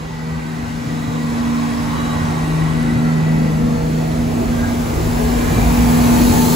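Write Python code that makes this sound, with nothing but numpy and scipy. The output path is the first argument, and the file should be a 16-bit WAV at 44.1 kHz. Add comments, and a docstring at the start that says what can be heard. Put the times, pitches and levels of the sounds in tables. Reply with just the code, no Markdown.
"""Two low exhaust drones, waxing and beating, over a wide roar: a diesel railcar train pulls along a platform.
The drones are orders of a nearly steady crankshaft; the drive shaft's orders rise with road speed.
Gear and turbocharger whines are tones with random flutter, a creak is three harmonics of a slip rate,
and rail joints thump as short decaying sines. The roar is shaped noise that swells as each car's engine
block and fans come by. A small two-port microphone hears partly alike sound in each port."""
import sys
import numpy as np
from scipy import signal
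from scipy.io import wavfile
from scipy.ndimage import uniform_filter1d

SR = 44100
rng = np.random.default_rng(int(sys.argv[2]) if len(sys.argv) > 2 else 0)


def persist_wave(psi):
    """Save psi, clipped to +-1, as 16-bit WAV."""
    counts = np.round(np.clip(psi, -1, 1) * 32767).astype(np.int16)
    wavfile.write(sys.argv[1], SR, np.atleast_2d(counts).T)


N = 288855

RATE = 500  # slow clock for levels and pitches, Hz
T = np.arange(N // 88 + 2) / RATE  # its times, s


def gain_of(db):
    """Amplitude ratio: a gain of ten for every 20 dB."""
    return 10 ** (np.asarray(db) / 20)


def evened(x):
    """Normalisation: scales the mean square to 1."""
    return x / np.sqrt(np.mean(abs(x) ** 2) + 1e-20)


def columns(rows, t=T):
    """Linear interpolation: each column after the first, read at the times t."""
    seconds, *rest = np.transpose(rows)
    return [np.interp(t, seconds, column) for column in rest]


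def window(rows, fade):
    """Gating: one while the table lasts, with linear fades of the given seconds."""
    since_start = T - rows[0][0]
    until_end = rows[-1][0] + fade - T
    return np.clip(np.minimum(since_start, until_end) / fade, 0, 1)


def swell(t, at, lasts):
    """Gaussian passage: one at its height, 1/e at `lasts` seconds to either side."""
    return np.exp(-((t - at) / lasts) ** 2)


def drift(rate_hz):
    """Low-passed complex Gaussian noise of rms 1: halved in amplitude at half of rate_hz."""
    a, b = rng.standard_normal((2, len(T)))
    hz = np.fft.fftfreq(len(T), 1 / RATE)
    lowpass = 1 / (1 + (2 * hz / rate_hz) ** 2)
    return evened(np.fft.ifft(np.fft.fft(a + 1j * b) * lowpass))


def tone(left, right, hz):
    """Phasor modulation: phase integrates frequency, and each port has its own complex rms level."""
    t = np.arange(N) / SR
    turns = np.interp(t, T, np.cumsum(hz) / RATE) + rng.random()
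    carrier = np.exp(2j * np.pi * turns)
    levels = [np.interp(t, T, side + 0j) for side in (left, right)]
    return np.sqrt(2) * (carrier * levels).real


def ports(hz):
    """Spatial coherence: likeness of the two ports, and the phase factor of the right one."""
    # Each row: frequency in Hz, likeness from 0 to 1 before its ripple, right port's lead in radians.
    # Above 9 kHz the right port's lead rises in a straight line with frequency.
    port_rows = [(40, .8, 0), (90, .68, .05), (200, .9, .62), (300, .8, .7), (430, .43, 1.6),
                 (600, .4, 2.05), (900, .5, 1.7), (1250, .38, 2.1), (1650, .15, 4), (2300, .42, 5.9),
                 (3300, .48, 5.75), (4000, .72, 6.25), (4700, .5, 6), (5500, .05, 6), (6200, .5, 6.3),
                 (7000, .63, 6.2), (9000, .99, 9.42), (16000, .99, 19.85)]
    f, same, lead = np.transpose(port_rows)
    lead = np.interp(hz, f, lead)
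    # above 9 kHz the likeness ripples with the lead, lowest midway between multiples of pi
    likeness_ripple = .25 * (hz > 9000) * np.sin(lead) ** 2
    same = np.interp(hz, f, same) - likeness_ripple
    return np.clip(same, 0, 1), np.exp(1j * lead)


def spread(level, hz, rough, rate_hz):
    """Partial coherence: a randomly fading tone, alike at the ports as far as they agree at its pitch."""
    same, lead = ports(hz)
    shared, own = drift(rate_hz), drift(rate_hz)
    steady = np.sqrt(1 - np.clip(rough, 0, 1) ** 2)
    left = steady + rough * shared
    right = lead * (steady + rough * (same * shared + np.sqrt(1 - same ** 2) * own))
    return tone(level * left, level * right, hz)


def colour(shape, hz):
    """Power spectral density: a (Hz, dB per Hz) table as power per bin, summing to 1."""
    f, db = np.transpose(shape)
    db_at_bins = np.interp(np.log(hz + 1), np.log(f), db, left=-90, right=-90)
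    power = gain_of(2 * db_at_bins)
    return power / power.sum()


def rolling_power(t, hz):
    """Rolling noise: wheels and bodywork radiate three fixed spectra whose levels follow the train."""
    # Spectra of deep rumble, rolling rumble and body. Each row: frequency in Hz, relative level in dB per Hz.
    deep, rumble, body = [(20, -22), (30, -19), (42, -1.5), (58, 0.5), (72, 1), (90, -24)], [(50, -10), (70, -3), (90, 3.5), (125, -0.5), (195, -6), (260, -3)], [(150, -19), (195, -7.5), (280, -1), (360, -4.5),
                                                        (470, -4), (580, -9), (800, -11)]
    # Wheels and bodywork. Each row: time in seconds, deep rumble, rolling rumble and body levels in dB.
    roll = [(0, -38, -35, -35), (.6, -41, -33.5, -34.5), (1.3, -35, -29, -30.5), (1.75, -34.5, -28.5, -31),
            (2.1, -34, -28, -29.5), (2.8, -29, -27, -27.5), (3.25, -31, -27, -25.5), (3.9, -28, -30, -27.5),
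            (4.6, -29, -24.5, -26), (5.3, -20, -26.5, -25), (5.55, -23, -18, -23), (5.85, -30, -25, -25),
            (6.2, -21, -19, -19.5), (6.55, -26, -20, -21)]
    layers = zip((deep, rumble, body), columns(roll, t))
    return sum(np.outer(colour(shape, hz), gain_of(2 * db)) for shape, db in layers)


def passing_power(t, hz):
    """Inverse-square spreading: engine clatter and fan hiss as each car passes, the hiss dulled by distance."""
    # Spectra of engine block and fans. Each row: frequency in Hz, relative level in dB per Hz.
    clatter, hiss = [(400, -48), (600, -3), (850, -1.5), (1100, -2.5), (1300, -6), (1800, -8.5),
                     (2300, -11), (3000, -18), (4500, -28.5)], [(1800, -8), (3000, -3), (4100, -1), (5500, -2.5), (7000, -2),
                                      (9000, -5.5), (11000, -7), (16000, -9.5)]
    # Engine block, then cooling fans. Each row: block nearest at seconds, clatter in dB, fans nearest at
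    # seconds, hiss in dB before its tilt, hiss brightness in dB per octave before dulling, and the seconds
    # to draw off as far as the track is from the microphone.
    passes = [(2.2, -28.5, 1.87, -37, -1, 0.96), (6, -23.5, 6.71, -25.5, 6, 0.6)]
    dulling_db = 1.46  # lost per octave above 5 kHz, for each track distance
    octaves = np.log2(np.maximum(hz, 5000) / 5000)
    power = 0
    for block_s, clatter_db, fans_s, hiss_db, bright_db, lasts in passes:
        # distances, in units of the nearest
        block, fans = (np.hypot(1, (t - at) / lasts) for at in (block_s, fans_s))
        power += np.outer(colour(clatter, hz), gain_of(2 * clatter_db) / block ** 2)
        tilt = gain_of(2 * np.outer(octaves, bright_db - dulling_db * fans))
        power += np.outer(colour(hiss, hz), gain_of(2 * hiss_db) / fans ** 2) * tilt
    return power


def line_power(t, hz):
    """Narrow-band noise: fuzzy lines that swell as their gear, pump or panel comes by."""
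    # Each row: frequency in Hz, full width at 1/e power in Hz, level in dB, loudest at seconds,
    # seconds to 1/e power.
    noise_lines = [(1530, 8.5, -45, 0.6, 0.43), (1130, 9, -37, 2.17, 0.65), (1040, 15, -38.5, 1.9, 0.47),
                   (3900, 48, -40, 2.07, 0.12), (3885, 60, -49.5, 2.1, 0.96), (216, 6, -34, 6, .6),
                   (9900, 700, -52, 2.4, 1.2), (12880, 700, -55, 2, .3), (1520, 14, -47, 1.4, 0.3),
                   (1504, 13, -41, 2.68, 0.3), (863, 23, -40, 3.1, 1.9), (1348, 11, -41.5, 3, 1.2),
                   (503, 12, -36, 4.26, 0.32), (653, 31, -39, 3.9, 0.88), (428, 12, -31.5, 5.8, 0.54),
                   (1682, 20, -38, 5.55, 0.26), (2390, 70, -39.5, 5.54, 0.19), (651, 18, -36, 5.2, 0.29),
                   (714, 20, -31, 6.07, 0.33), (874, 49, -28, 6.4, 0.28), (1080, 43, -44, 7.6, 0.28),
                   (3840, 47.5, -43, 6.2, 0.23), (4280, 200, -38, 6.35, 0.21), (337, 25, -32, 5, 0.077),
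                   (316, 40, -24.5, 6.25, 0.15)]
    power = 0
    for f, width, db, at, lasts in noise_lines:
        line = np.exp(-(2 * (hz - f) / width) ** 2)
        power += np.outer(line / line.sum(), gain_of(2 * db) * swell(t, at, lasts))
    return power


def roar():
    """Short-time spectral synthesis: random bins take the summed power of five noise layers and the lines."""
    # Balance of the ports. Each row: frequency in Hz, dB by which the left is louder.
    left_excess = [(60, -1), (130, 3.5), (290, 2.5), (640, -1.5), (1410, -1.0), (3100, 1.5), (6820, -1),
                   (15000, 1)]
    frames, hz = N // 1024 + 5, np.fft.rfftfreq(4096, 1 / SR)
    t = np.arange(frames) * 1024 / SR
    power = rolling_power(t, hz) + passing_power(t, hz) + line_power(t, hz)

    a, b, c, d, patches = rng.standard_normal((frames, len(hz), 5)).T
    patches = uniform_filter1d(patches, size=12, axis=0)  # smooth over frequency
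    patches = evened(uniform_filter1d(patches, size=6, axis=1))  # and over time
    same, lead = (v[:, None] for v in ports(hz))
    left, own = a + 1j * b, c + 1j * d
    z = np.array([left, lead * same * left + np.sqrt(1 - same ** 2) * own])
    excess_db = np.interp(hz, *np.transpose(left_excess))
    z *= gain_of(np.multiply.outer([.5, -.5], excess_db))[:, :, None]

    # rms of the same noise when its bin powers sum to 1
    unit = signal.istft(left / np.sqrt(len(hz)), nperseg=4096, noverlap=3072)[1].std()
    z *= np.sqrt(power) * gain_of(1.6 * patches) / unit
    return signal.istft(z, nperseg=4096, noverlap=3072)[1][:, :N]


def thumps():
    """Impact response: each wheel over a rail joint gives a low, damped sine a few cycles long."""
    # Each row: start in seconds, nominal envelope peak in dB, frequency in Hz.
    joints = [(0.309, -22, 72.7), (0.862, -18.5, 135), (1.074, -18, 118), (1.819, -35, 119),
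              (2.947, -16, 120.7), (4.63, -17, 93), (5.55, -13, 110)]
    out, t = np.zeros(N + SR), np.arange(SR // 5) / SR
    envelope = np.e * t / 0.013 * np.exp(-t / 0.012)
    for s, db, hz in joints:
        at = round(s * SR)
        out[at:at + len(t)] += gain_of(db) * envelope * np.sin(2 * np.pi * hz * t)
    return out[:N]


def creak():
    """Stick-slip: slipping gangway rubber sounds three high harmonics of its slip rate."""
    # Each row: time in seconds, slips per second, level in dB.
    slips = [(4.575, 121, -42), (4.59, 122, -35), (4.62, 123.5, -33), (4.645, 125.5, -29.5),
             (4.67, 125, -37), (4.73, 124.5, -43)]
    # Each row: multiple of the slip rate, relative level in dB.
    harmonics = [(11, -12), (12, -8), (13, 0)]
    hz, level_db = columns(slips)
    level = gain_of(level_db) * window(slips, fade=0.012)
    out = np.zeros((2, N))
    for k, db in harmonics:
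        z = level * gain_of(db) * (1 + 0.48 * drift(45.))
        out += tone(z, -1j * z, round(k) * hz)  # right port a quarter turn behind
    return out


def whines():
    """Random modulation: the first engine's gear whine flutters, the turbocharger whistle faster above it."""
    # Gear, then turbocharger. Each row: time in seconds, frequency in Hz, level in dB.
    gear, turbo = [(0, 1967, -45), (.5, 1940, -43), (1, 1942, -43), (1.3, 1940, -41), (1.8, 1926, -42),
                   (2.3, 1916, -38.5), (2.8, 1953, -36.5), (3.45, 1960, -36.5), (3.65, 1930, -48),
                   (4.2, 1944, -46), (4.6, 1970, -46)], [(0, 8400, -70), (.7, 8350, -53), (1.4, 8280, -53), (2.2, 8230, -47),
                                  (3, 8400, -48), (3.7, 8700, -63), (4.2, 8800, -72)]
    out = np.zeros((2, N))
    for rows, rate_hz in ((gear, 50.), (turbo, 200.)):
        hz, level_db = columns(rows)
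        out += spread(gain_of(level_db) * window(rows, fade=0.072), hz, rough=1, rate_hz=rate_hz)
    return out


def shaft():
    """Rotational harmonics: a hum and its multiples rise with road speed, the higher ones rougher."""
    # Drive shaft as it comes near. Each row: time in seconds, level in dB.
    shaft_levels = [(3.7, -32), (4.4, -38), (4.9, -33), (5.25, -26), (5.6, -20), (5.85, -18.5), (6, -27.5),
                    (6.55, -29)]
    # Each row: multiple of the shaft speed, relative level in dB.
    multiples = [(1, -0.5), (2, -9), (3, -12), (5, -14)]
    level = gain_of(columns(shaft_levels)[0]) * window(shaft_levels, fade=.2)
    hz = 13.7 + 7.4 * T  # turns per second grow evenly as the train speeds up
    return sum(spread(level * gain_of(db), round(k) * hz, rough=.2 * k, rate_hz=4.) for k, db in multiples)


def beating(order):
    """Interference: complex level of an order as another engine, a little off in speed, beats with it."""
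    # Each row: order, strongest at seconds, seconds to 1/e, beats per second, share of the level;
    # a positive share cancels at its strongest moment, a negative one reinforces.
    beats = [(6, .84, 0.25, 4.8, 0.6), (6, 0.31, 0.24, 4.4, -0.29), (6, 1.4, 0.38, 2.7, 0.36),
             (6, 4.68, 0.32, 4.2, 0.45), (6, 5.6, 0.26, 5.7, 0.4), (6, 6.27, 0.12, 4.7, 0.93),
             (6, 1.75, 0.088, 4, .7), (6, 3.2, 0.2, 3.5, 0.088), (9, 6.34, 0.11, 4.7, 0.34),
             (9, 5.5, .15, 3.1, 0.42), (9, .08, 0.081, 4, 0.74), (9, 2.54, 0.12, 4.97, 0.72),
             (9, 3.52, 0.61, 3.42, 0.48), (9, 4.07, 0.22, 4.7, 0.39), (9, 4.98, 0.27, 1.2, .92),
             (9, 8.6, 0.44, 2.8, 0.22)]
    z = np.ones(len(T), complex)
    for k, at, lasts, rate, share in beats:
        if round(k) == order:
            z = z * (1 - share * swell(T, at, lasts) * np.exp(2j * np.pi * rate * (T - at)))
    return z


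def engine():
    """Engine orders: exhaust tones at multiples of crank speed, two strong and clean, others come and go."""
    # Each row: time in seconds, crankshaft turns per second.
    crank_speed = [(0, 26.5), (.6, 26.35), (1.5, 26.25), (2.2, 26.28), (2.7, 26.42), (3.6, 26.38),
                   (4.5, 26.45), (5.4, 26.52), (5.9, 26.65), (6.55, 26.75)]
    # Exhaust drone. Each row: time in seconds, 9th order level in dB, 6th order level in dB.
    drone = [(0, -37.5, -31), (.35, -29.5, -24.5), (.7, -28.5, -32), (1.1, -26, -24.5), (1.5, -18, -30),
             (1.8, -22, -28.5), (2.3, -23.5, -23), (2.6, -31.5, -16.5), (2.9, -17, -22), (3.2, -22, -14.5),
             (3.6, -22, -18.5), (3.75, -19.5, -22), (3.95, -26.5, -18), (4.3, -20, -25), (4.7, -21.5, -32),
             (5.2, -21.5, -22.5), (5.55, -22, -29.5), (5.95, -13, -18.5), (6.25, -12.5, -30),
             (6.55, -17, -18.5)]
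    # Where they arrive from. Each row: time in seconds, then for the 9th and again for the 6th order
    # the right port's lead in radians and the left port's excess in dB.
    drone_side = [(0, 1, 2, 0.25, -1), (.7, .1, 4.5, 0.7, 4), (1.1, .6, -2.5, 0.2, 6),
                  (1.75, 1, -3.5, -.1, -3), (2.3, 0.61, 1, 0.05, -3), (2.75, 0.37, 2, 0.6, 6),
                  (3.15, 0.59, -.8, .5, -2), (3.55, 0.78, 2.5, 0.4, 2.2), (3.9, 0.048, -.8, 0.2, -.4),
                  (4.55, 0.35, -4, 0.73, -2.2), (5.25, .03, 5, .25, 1.5), (5.8, .9, -2.5, .15, 5),
                  (6.55, .96, 3, .33, 2.3)]
    # Weaker orders, each swelling as its engine comes by. Each row: multiple of crank speed, level in dB,
    # loudest at seconds, seconds to 1/e amplitude.
    weak_orders = [(15, -43.5, 0.39, 0.67), (18, -40, 0.33, 0.19), (11, -33.5, 1.44, 0.94),
                   (18, -35.5, 1.46, 0.53), (10, -38.5, 0.95, 0.44), (3, -37, 2.7, 0.73),
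                   (5, -33, 3.5, 0.82), (8, -29.5, 3.53, 0.55), (11, -33.5, 3.22, 0.98),
                   (12, -32, 3.84, 0.7), (18, -29.5, 3.85, 0.49), (10, -35.5, 4.67, 0.59),
                   (4, -31, 4.54, 0.36), (15, -35, 4.47, 0.27), (4, -19, 5.1, 0.14),
                   (18, -29.5, 5.67, 0.47), (8, -31, 6.36, 0.69), (27, -39, 4.5, 0.34)]
    crank, = columns(crank_speed)
    out = np.zeros((2, N))
    side = columns(drone_side)
    for k, level_db, lead, pan_db in zip((9, 6), columns(drone), side[::2], side[1::2]):
        z = gain_of(level_db) * beating(order=k)
        left = z * gain_of(pan_db / 2)
        right = z * gain_of(-pan_db / 2) * np.exp(1j * lead)
        out += tone(left, right, k * crank)
    for k in sorted({round(row[0]) for row in weak_orders}):
        level = sum(gain_of(db) * swell(T, at, lasts) for m, db, at, lasts in weak_orders if round(m) == k)
        out += spread(level, k * crank, rough=.6, rate_hz=4.)
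    return out


def scene():
    """Superposition: all sources add at the two ports."""
    return roar() + thumps() + creak() + whines() + shaft() + engine()


def record(dry):
    """Microphone response: deep bass rolls off, the highest peaks saturate, then the band is limited."""
    lean = signal.sosfilt(signal.butter(N=3, Wn=38., btype="high", fs=SR, output="sos"), dry)
    soft = 1.392 * np.tanh(lean / 1.413)
    band_limit = signal.firwin(1023, 15750, window=("kaiser", 10), fs=SR)  # low-pass, Hz
    return signal.oaconvolve(soft, band_limit[None], "same")


dry = scene()
out = record(dry)
persist_wave(out)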